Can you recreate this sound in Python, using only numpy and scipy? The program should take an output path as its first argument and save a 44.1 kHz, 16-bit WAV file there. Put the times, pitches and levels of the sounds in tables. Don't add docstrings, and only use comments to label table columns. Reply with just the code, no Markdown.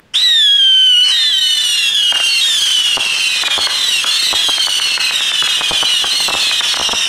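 import sys
import numpy as np
from scipy import signal
from scipy.fft import rfft, irfft
from scipy.io import wavfile
from scipy.ndimage import uniform_filter1d, minimum_filter1d

SR = 44100
rng = np.random.default_rng(int(sys.argv[2]) if len(sys.argv) > 2 else 0)


def transcribe(signal):
    frames = np.atleast_2d(signal).T
    limited = np.clip(frames, -1, 1)
    pcm = np.round(limited * 32767).astype(np.int16)
    wavfile.write(sys.argv[1], SR, pcm)


N = 312228
TIME = np.arange(N) / SR

# (time [s], jet hiss [dB], overtone strength [dB], swarm of farther whistles [dB])
VOLLEY = [(.14, -40, -1, -81), (.5, -36, -11, -91), (1.02, -35, -13.5, -87), (1.3, -42.5, -1.5, -29.5),
          (1.65, -27, 0, -29.5), (2.3, -31.5, -1, -24.5), (2.5, -22.5, 7.5, -23.5), (3.0, -22.5, 1, -21.5),
          (3.5, -24, 3.5, -19.5), (5.6, -24, 1, -20), (6.4, -25, 2, -16.5), (7.08, -22.5, 0, -20)]


def gain_of(db):
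    return 10 ** (np.asarray(db) / 20)


def evened(x):
    return x / np.sqrt(np.mean(x ** 2) + 1e-20)


def read(points, hz):
    table_hz, value = np.transpose(points)
    return np.interp(np.log(hz + 1), np.log(table_hz + 1), value)


def follow(rows, t):
    s, *columns = np.transpose(rows)
    return [np.interp(t, s, column) for column in columns]


def add(mix, s, sound):
    part = mix[max(round(s * SR), 0):][:len(sound)]
    part += sound[:len(part)]


def tint(x, spectrum):
    gain = gain_of(read(spectrum, np.fft.rfftfreq(N, 1 / SR)))
    return irfft(rfft(x) * gain, N)


def noise(spectrum):
    return evened(tint(rng.standard_normal(N), spectrum))


def wander(t, hz):
    return np.interp((t - t[0]) * hz, np.arange(8192), rng.standard_normal(8192))


def band(x, low_hz, high_hz):
    edges_hz = [low_hz, min(high_hz, .45 * SR)]
    return signal.sosfilt(signal.butter(2, edges_hz, "band", fs=SR, output="sos"), x)


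def night(level_db=-50.5):
    # (frequency [Hz], relative level [dB])
    night_spectrum = [(25, -6), (130, 0), (600, -11), (3000, -17), (15000, -42)]
    return gain_of(level_db) * noise(night_spectrum)


def field(x, echoes_per_s=2000, build=0.0037):
    # (frequency [Hz], time to fall 60 dB [s])
    field_decay = [(200, 0.077), (2500, 1), (15000, 0.75)]
    taps = rng.standard_normal((2, SR)) * (rng.random((2, SR)) < echoes_per_s / SR)
    hz, t, z = signal.stft(taps, SR, nperseg=256)
    decay = gain_of(-60 * t / read(field_decay, hz)[:, None])
    onset = 1 - np.exp(-t / build)
    tail = signal.istft(z * decay * onset, SR, nperseg=256)[1]
    tail = tail / np.linalg.norm(tail[0])
    mid, side = signal.fftconvolve(x[None], tail, axes=1)[:, :N]
    spread = 0.1 * side + .5 * band(side, 300, 490)
    return mid + spread * np.array([[1], [-1]])


def whistle(t, hz, edge_db, sputter, low_db=0, drift=0.005615, jitter=0.00577, rasp=0.0121, flutter_db=5.0):
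    # (multiple of the lowest mode [ratio], relative level [dB])
    partials = [(1, -18.5), (2, 3), (3, -14.5), (4, -12), (5, -20), (6, -13.5), (7, -20), (8, -18),
                (9, -23), (10, -23)]
    edge = gain_of(edge_db)
    harsh = np.minimum(edge, 1)
    shiver = harsh * drift * wander(t, 70)
    shiver = shiver + (harsh * jitter + sputter) * wander(t, 600)
    shiver = shiver + rasp * wander(t, 2200)
    turn = np.exp(1j * np.pi * np.cumsum(hz * (1 + shiver)) / SR)
    partial, tone = 1, 0
    for k, (_, db) in enumerate(partials):
        partial = partial * turn
        if k == 0:
            strength = gain_of(low_db)
        elif k == 1:
            strength = 1
        else:
            strength = edge
        tone = tone + gain_of(db) * partial.imag * strength
    flutter = gain_of(harsh * flutter_db * wander(t, 110.24))
    return np.sqrt(2) * tone * flutter


def swarm(count=46, start_hz=4300, end_hz=2650, burn=0.868, sink=.5):
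    out, age = np.zeros(N), np.arange(0, burn, 1 / SR)
    for k, (when, size) in enumerate(rng.random((count, 2))):
        s = 1 + (k + when) / count * (TIME[-1] - 1)
        sinking_hz = end_hz + (start_hz - end_hz) * np.exp(-(age / sink) ** 1.4)
        hz = sinking_hz * (.94 + .12 * size)
        _, edge_db, _ = follow(VOLLEY, s + age)
        add(out, s, whistle(age, hz, edge_db, 0.02163) * signal.windows.tukey(len(age), .12))
    return evened(out) * gain_of(follow(VOLLEY, TIME)[2])


def jets(spit_db=-18, spits_per_s=130, puff_decay_s=0.12):
    # (frequency [Hz], relative level [dB])
    jet_spectrum = [(60, -19), (400, -10), (1500, 7.5), (2250, 8), (3100, 20.5), (4000, -51), (4800, 8.5),
                    (5700, 10), (7000, -3), (8800, 6.5), (11000, -19.5), (15000, -33)]
    # (time [s], relative level [dB], rise [s])
    puffs = [(0.136, -20.5, 0.009), (1.03, -13.5, 0.077)]
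    hiss_db, _, swarm_db = follow(VOLLEY, TIME)
    flow = gain_of(hiss_db) * (TIME > puffs[0][0])
    for s, db, rise in puffs:
        age = np.maximum(TIME - s, 0)
        flow = flow + gain_of(db) * np.minimum(age / rise, 1) * np.exp(-age / puff_decay_s)
    gusts_db = 2.2 * wander(TIME, 40)
    grain_starts = rng.random(N) < spits_per_s / SR
    grains = grain_starts * gain_of(3.5 * np.minimum(rng.exponential(1, N), 3))
    softened = signal.lfilter([1], [1, -.8], grains)
    spits = evened(band(softened, 150, 16000))
    return noise(jet_spectrum) * flow * gain_of(gusts_db) + spits * gain_of(spit_db + swarm_db)


def burst(hz, snap_db=-13, thump_db=-14, thump_s=0.00084, clatter_db=-18, clatter_s=0.012,
          boom_db=-38, boom_hz=85, boom_decay_s=0.013):
    t = np.arange(SR // 4) / SR
    swing, depth = np.pi * (hz * t - 1), (1000 / hz) ** 2
    shock = (1 - 2 * swing ** 2) * np.exp(-swing ** 2)
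    grit, scatter = rng.standard_normal((2, len(t)))
    snap = gain_of(snap_db) * band(grit * np.exp(-t / 0.0071), 530, 4200)
    u = t / (thump_s * depth)
    thump = gain_of(thump_db) * np.sin(2 * u) * np.exp(-u)
    clatter = gain_of(clatter_db) * band(scatter * np.exp(-t / clatter_s), 110, 1160)
    air_swing = np.sin(2 * np.pi * boom_hz * t) * np.exp(-t / boom_decay_s)
    boom = gain_of(boom_db) * depth ** 2 * air_swing
    return shock + snap + depth * (clatter + thump + boom)


def cracks(level_db=2, bounce_db=1):
    # (time of the shock's peak [s], relative level [dB], shock frequency [Hz],
    #          delay of the bounce off the ground [s], 0 = none)
    burst_list = [(2.1243, 10, 1335, 0.0013), (2.1582, -9.5, 1280, 0.00057), (2.2013, -8, 1450, 0.0015),
                  (2.9723, 4.5, 865, 0.0075), (3.4355, 4.5, 1358, 0.0028), (3.4802, 11.5, 1620, 0.0036),
                  (3.5802, 3.5, 900, 0.0099), (3.6711, 9.5, 1384, 0.0019), (4.044, 8.5, 1491, 0.00079),
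                  (4.33, 1, 880, .0089), (4.4869, -6, 960, 0.0068), (4.5831, 3, 1576, 0),
                  (4.6717, 0, 1208, 0.012), (4.7991, 6, 1570, 0), (4.9769, 9.5, 1494, 0.0021),
                  (5.1101, 3.5, 1340, 0), (5.2079, -1.5, 1330, 0), (5.3177, 5.5, 1540, 0),
                  (5.4247, 6, 1186, 0.00064), (5.4745, -1, 1672, 0.004), (5.6109, 2, 1080, 0.0068),
                  (5.7113, 1.5, 720, 0.0063), (5.8284, 1.5, 962, .0064), (6.0425, 0, 1033, 0.0026),
                  (6.204, -14.5, 1020, 0.0011), (6.2837, -0.5, 940, 0.0054), (6.304, 1.5, 983, 0.0061),
                  (6.3419, 2, 894, 0.01), (6.5146, 1, 1667, 0), (6.6083, 8, 1442, 0.0042),
                  (6.7426, 5, 1374, 0), (6.7729, 4.5, 1158, 0), (6.7982, 0, 901, 0.016),
                  (6.8902, 0.5, 921, 0.0046), (6.9322, 0, 870, 0.0043)]
    out = np.zeros(N)
    for s, db, hz, bounce in burst_list:
        start = s - 1 / hz
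        add(out, start, gain_of(db + level_db) * burst(hz))
        if bounce > 0:
            add(out, start + bounce, gain_of(db + level_db + bounce_db) * burst(hz))
    return out


def screech():
    # (time [s], pitch [Hz], relative level [dB])
    screech_curve = [(6.55, 5500, -26.5), (6.92, 5500, -23), (7.08, 5470, -27)]
    hz, db = follow(screech_curve, TIME)
    fade_in = np.clip((TIME - screech_curve[0][0]) * 20, 0, 1)
    return gain_of(db) * fade_in * whistle(TIME, hz, -8, sputter=.055)


def glide(start, burn, climb, top_hz, last_hz, sink, level_db, swell_db,
          climb_hz_per_s=2500, arch_s=.03, waver=.004, waver_hz=30.02, surge_db=1.86, surge_hz=16.4):
    age = np.arange(0, burn, 1 / SR)
    since_top = np.hypot(np.maximum(age - climb, 0), arch_s) - arch_s
    hollow = 1 - np.exp(-since_top / sink)
    hz = top_hz + (last_hz - top_hz) * hollow / hollow[-1]
    hz = hz - climb_hz_per_s * np.maximum(climb - age, 0)
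    db = level_db + swell_db * (age / burn - .5) + surge_db * wander(age, surge_hz)
    return start + age, hz * (1 + waver * wander(age, waver_hz)), db


def early_flight(curve, dip_db=-13, dip_s=.008):
    dip_times = [0.579, 1.401, 1.493, 1.544, 1.594, 1.644]
    t = np.arange(curve[0][0], curve[-1][0], 1 / SR)
    hz, db = follow(curve, t)
    dips = sum(np.exp(-((t - s) / dip_s) ** 2) for s in dip_times)
    return t, hz, db + dip_db * dips


def motor(t, hz, db, sputter, settle, rise=0.002, fade=0.021, low_slope=0.073, lowest_db=3,
          pure_start_db=-6, harshen_s=0.16, overtone_wander_db=4, overtone_wander_hz=7.03):
    age = t - t[0]
    edge_db = follow(VOLLEY, t)[1] + overtone_wander_db * wander(age, overtone_wander_hz)
    edge_db = edge_db + pure_start_db * np.exp(-age / harshen_s)
    gate = np.minimum(age / rise, 1) * np.minimum((t[-1] - t) / fade, 1)
    igniting = np.exp(-(age / settle) ** 2)
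    low_db = lowest_db + low_slope * (db.mean() + 20) - 20 * igniting
    return gain_of(db) * gate * whistle(t, hz, edge_db, sputter * igniting, low_db)


def near_whistles(opener_db=1.0, follower_db=0, later_db=0.5):
    # (time [s], whistle pitch [Hz], relative level [dB])
    opener = [(0.14, 3110, -19.5), (0.168, 3680, -14), (0.242, 3962, -12.5), (0.496, 3285, -7),
              (0.57, 3313, -10), (0.606, 3193, -7.5), (0.748, 3093, -4.5), (0.88, 3047, -6.5),
              (0.96, 2899, -3.5), (1.042, 3008, -9.5), (1.084, 2965, -11), (1.2, 3340, -26)]
    follower = [(1.025, 4010, -25), (1.046, 4385, -14), (1.1, 4205, -25), (1.13, 3844, -12),
                (1.31, 3420, -15), (1.335, 3130, -14.5), (1.471, 2983, -12.5), (1.589, 2980, -14),
                (1.91, 2680, -20)]
    # (start [s], length [s], climb [s], top pitch [Hz], last pitch [Hz],
    #  sink time [s], relative level [dB], swell over the length [dB])
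    later_glides = [(1.13, 1.3, 0.082, 4124, 3101, .47, -21, -2),
                    (1.41, 0.56, .08, 4280, 3208, 1.4, -26.5, 0),
                    (1.72, 0.31, 0.045, 4140, 3266, 0.24, -21.5, 11),
                    (1.97, 0.46, 0.0047, 2976, 2750, 0.21, -19.5, -3.5),
                    (2.285, .135, .03, 4390, 4080, 1.5, -16.5, 2),
                    (2.41, 1.16, .005, 3770, 2406, 0.5, -23, -10.5),
                    (2.409, .95, 0.0045, 3280, 2713, 0.58, -22.5, -5),
                    (2.66, 1.12, 0.026, 3475, 2880, .85, -26.5, 2),
                    (3.18, 0.51, .005, 4320, 3047, .3, -25.5, 7),
                    (3.29, .4, 0.066, 4092, 3212, 0.42, -23, 4),
                    (3.58, 0.42, 0.019, 4360, 3750, 1.95, -24.5, -1),
                    (3.78, 0.23, 0.032, 3630, 2640, .1, -22, 17),
                    (4.011, 0.41, 0.0057, 2900, 2472, 0.96, -32, -3),
                    (4.0, 0.52, 0.33, 4000, 3866, 0.67, -23, -9.5),
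                    (4.11, 1.03, 0.056, 4383, 2522, .43, -25, -5),
                    (4.231, 0.16, 0.0051, 4500, 3660, 0.93, -28, -7),
                    (4.33, 1.63, 0.0049, 3315, 2374, 1.9, -27.5, -14.5),
                    (4.56, .52, .12, 4470, 4145, 2, -26.5, -5),
                    (4.88, 0.64, 0.057, 4357, 3273, .58, -22.5, 2.5),
                    (5.14, 0.62, 0.0055, 3805, 2858, 0.097, -24, -10),
                    (5.38, 0.6, 0.078, 4123, 3106, 0.4, -25.5, -1),
                    (5.452, .58, 0.015, 3790, 2853, .27, -22, 10),
                    (5.86, 0.87, .02, 4082, 2479, 0.21, -26.5, -12),
                    (6.1, 1.02, 0.062, 4246, 2673, 0.41, -26, -3),
                    (6.4, 0.72, 0.034, 4290, 2940, 0.21, -25.5, -7),
                    (6.6, 0.45, 0.013, 4113, 3650, .12, -29.5, 10)]
    first_sputter, first_settle_s = 0.063, 0.079
    sputter, settle_s = .012, 0.034
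    out = np.zeros(N)
    add(out, opener[0][0], gain_of(opener_db) * motor(*early_flight(opener), first_sputter, first_settle_s))
    add(out, follower[0][0], gain_of(follower_db) * motor(*early_flight(follower), sputter, settle_s))
    for row in later_glides:
        add(out, row[0], gain_of(later_db) * motor(*glide(*row), sputter, settle_s))
    return out


def scene():
    # (frequency [Hz], level [dB])
    whistle_colour = [(1400, -12.5), (1850, 4), (2700, -1.5), (8700, -2), (15000, -16.5)]
    whistles = tint(near_whistles() + swarm() + screech(), whistle_colour)
    hiss, bursts = jets(), cracks()
    direct = whistles * gain_of([[-.6], [.6]])
    direct = direct + hiss * gain_of([[.2], [-.2]])
    direct = direct + bursts * gain_of([[.7], [-.7]])
    echoes = field(gain_of(-13.5) * whistles + gain_of(-24.0) * hiss + gain_of(-14.5) * bursts)
    return direct + echoes + night()


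def record(dry, ceiling_db=-4.0, recover_db_per_s=750, edge_hz=15750):
    over_db = np.maximum(20 * np.log10(abs(dry).max(0) + 1e-9) - ceiling_db, 0)
    fall = TIME * recover_db_per_s
    held_db = np.maximum.accumulate(over_db + fall) - fall
    cut_db = uniform_filter1d(minimum_filter1d(-held_db, size=120), size=120)
    low_pass = signal.firwin(511, edge_hz, window=("kaiser", 9), fs=SR)
    return signal.oaconvolve(dry * gain_of(cut_db), low_pass[None], "same")


dry = scene()
out = record(dry)
transcribe(out)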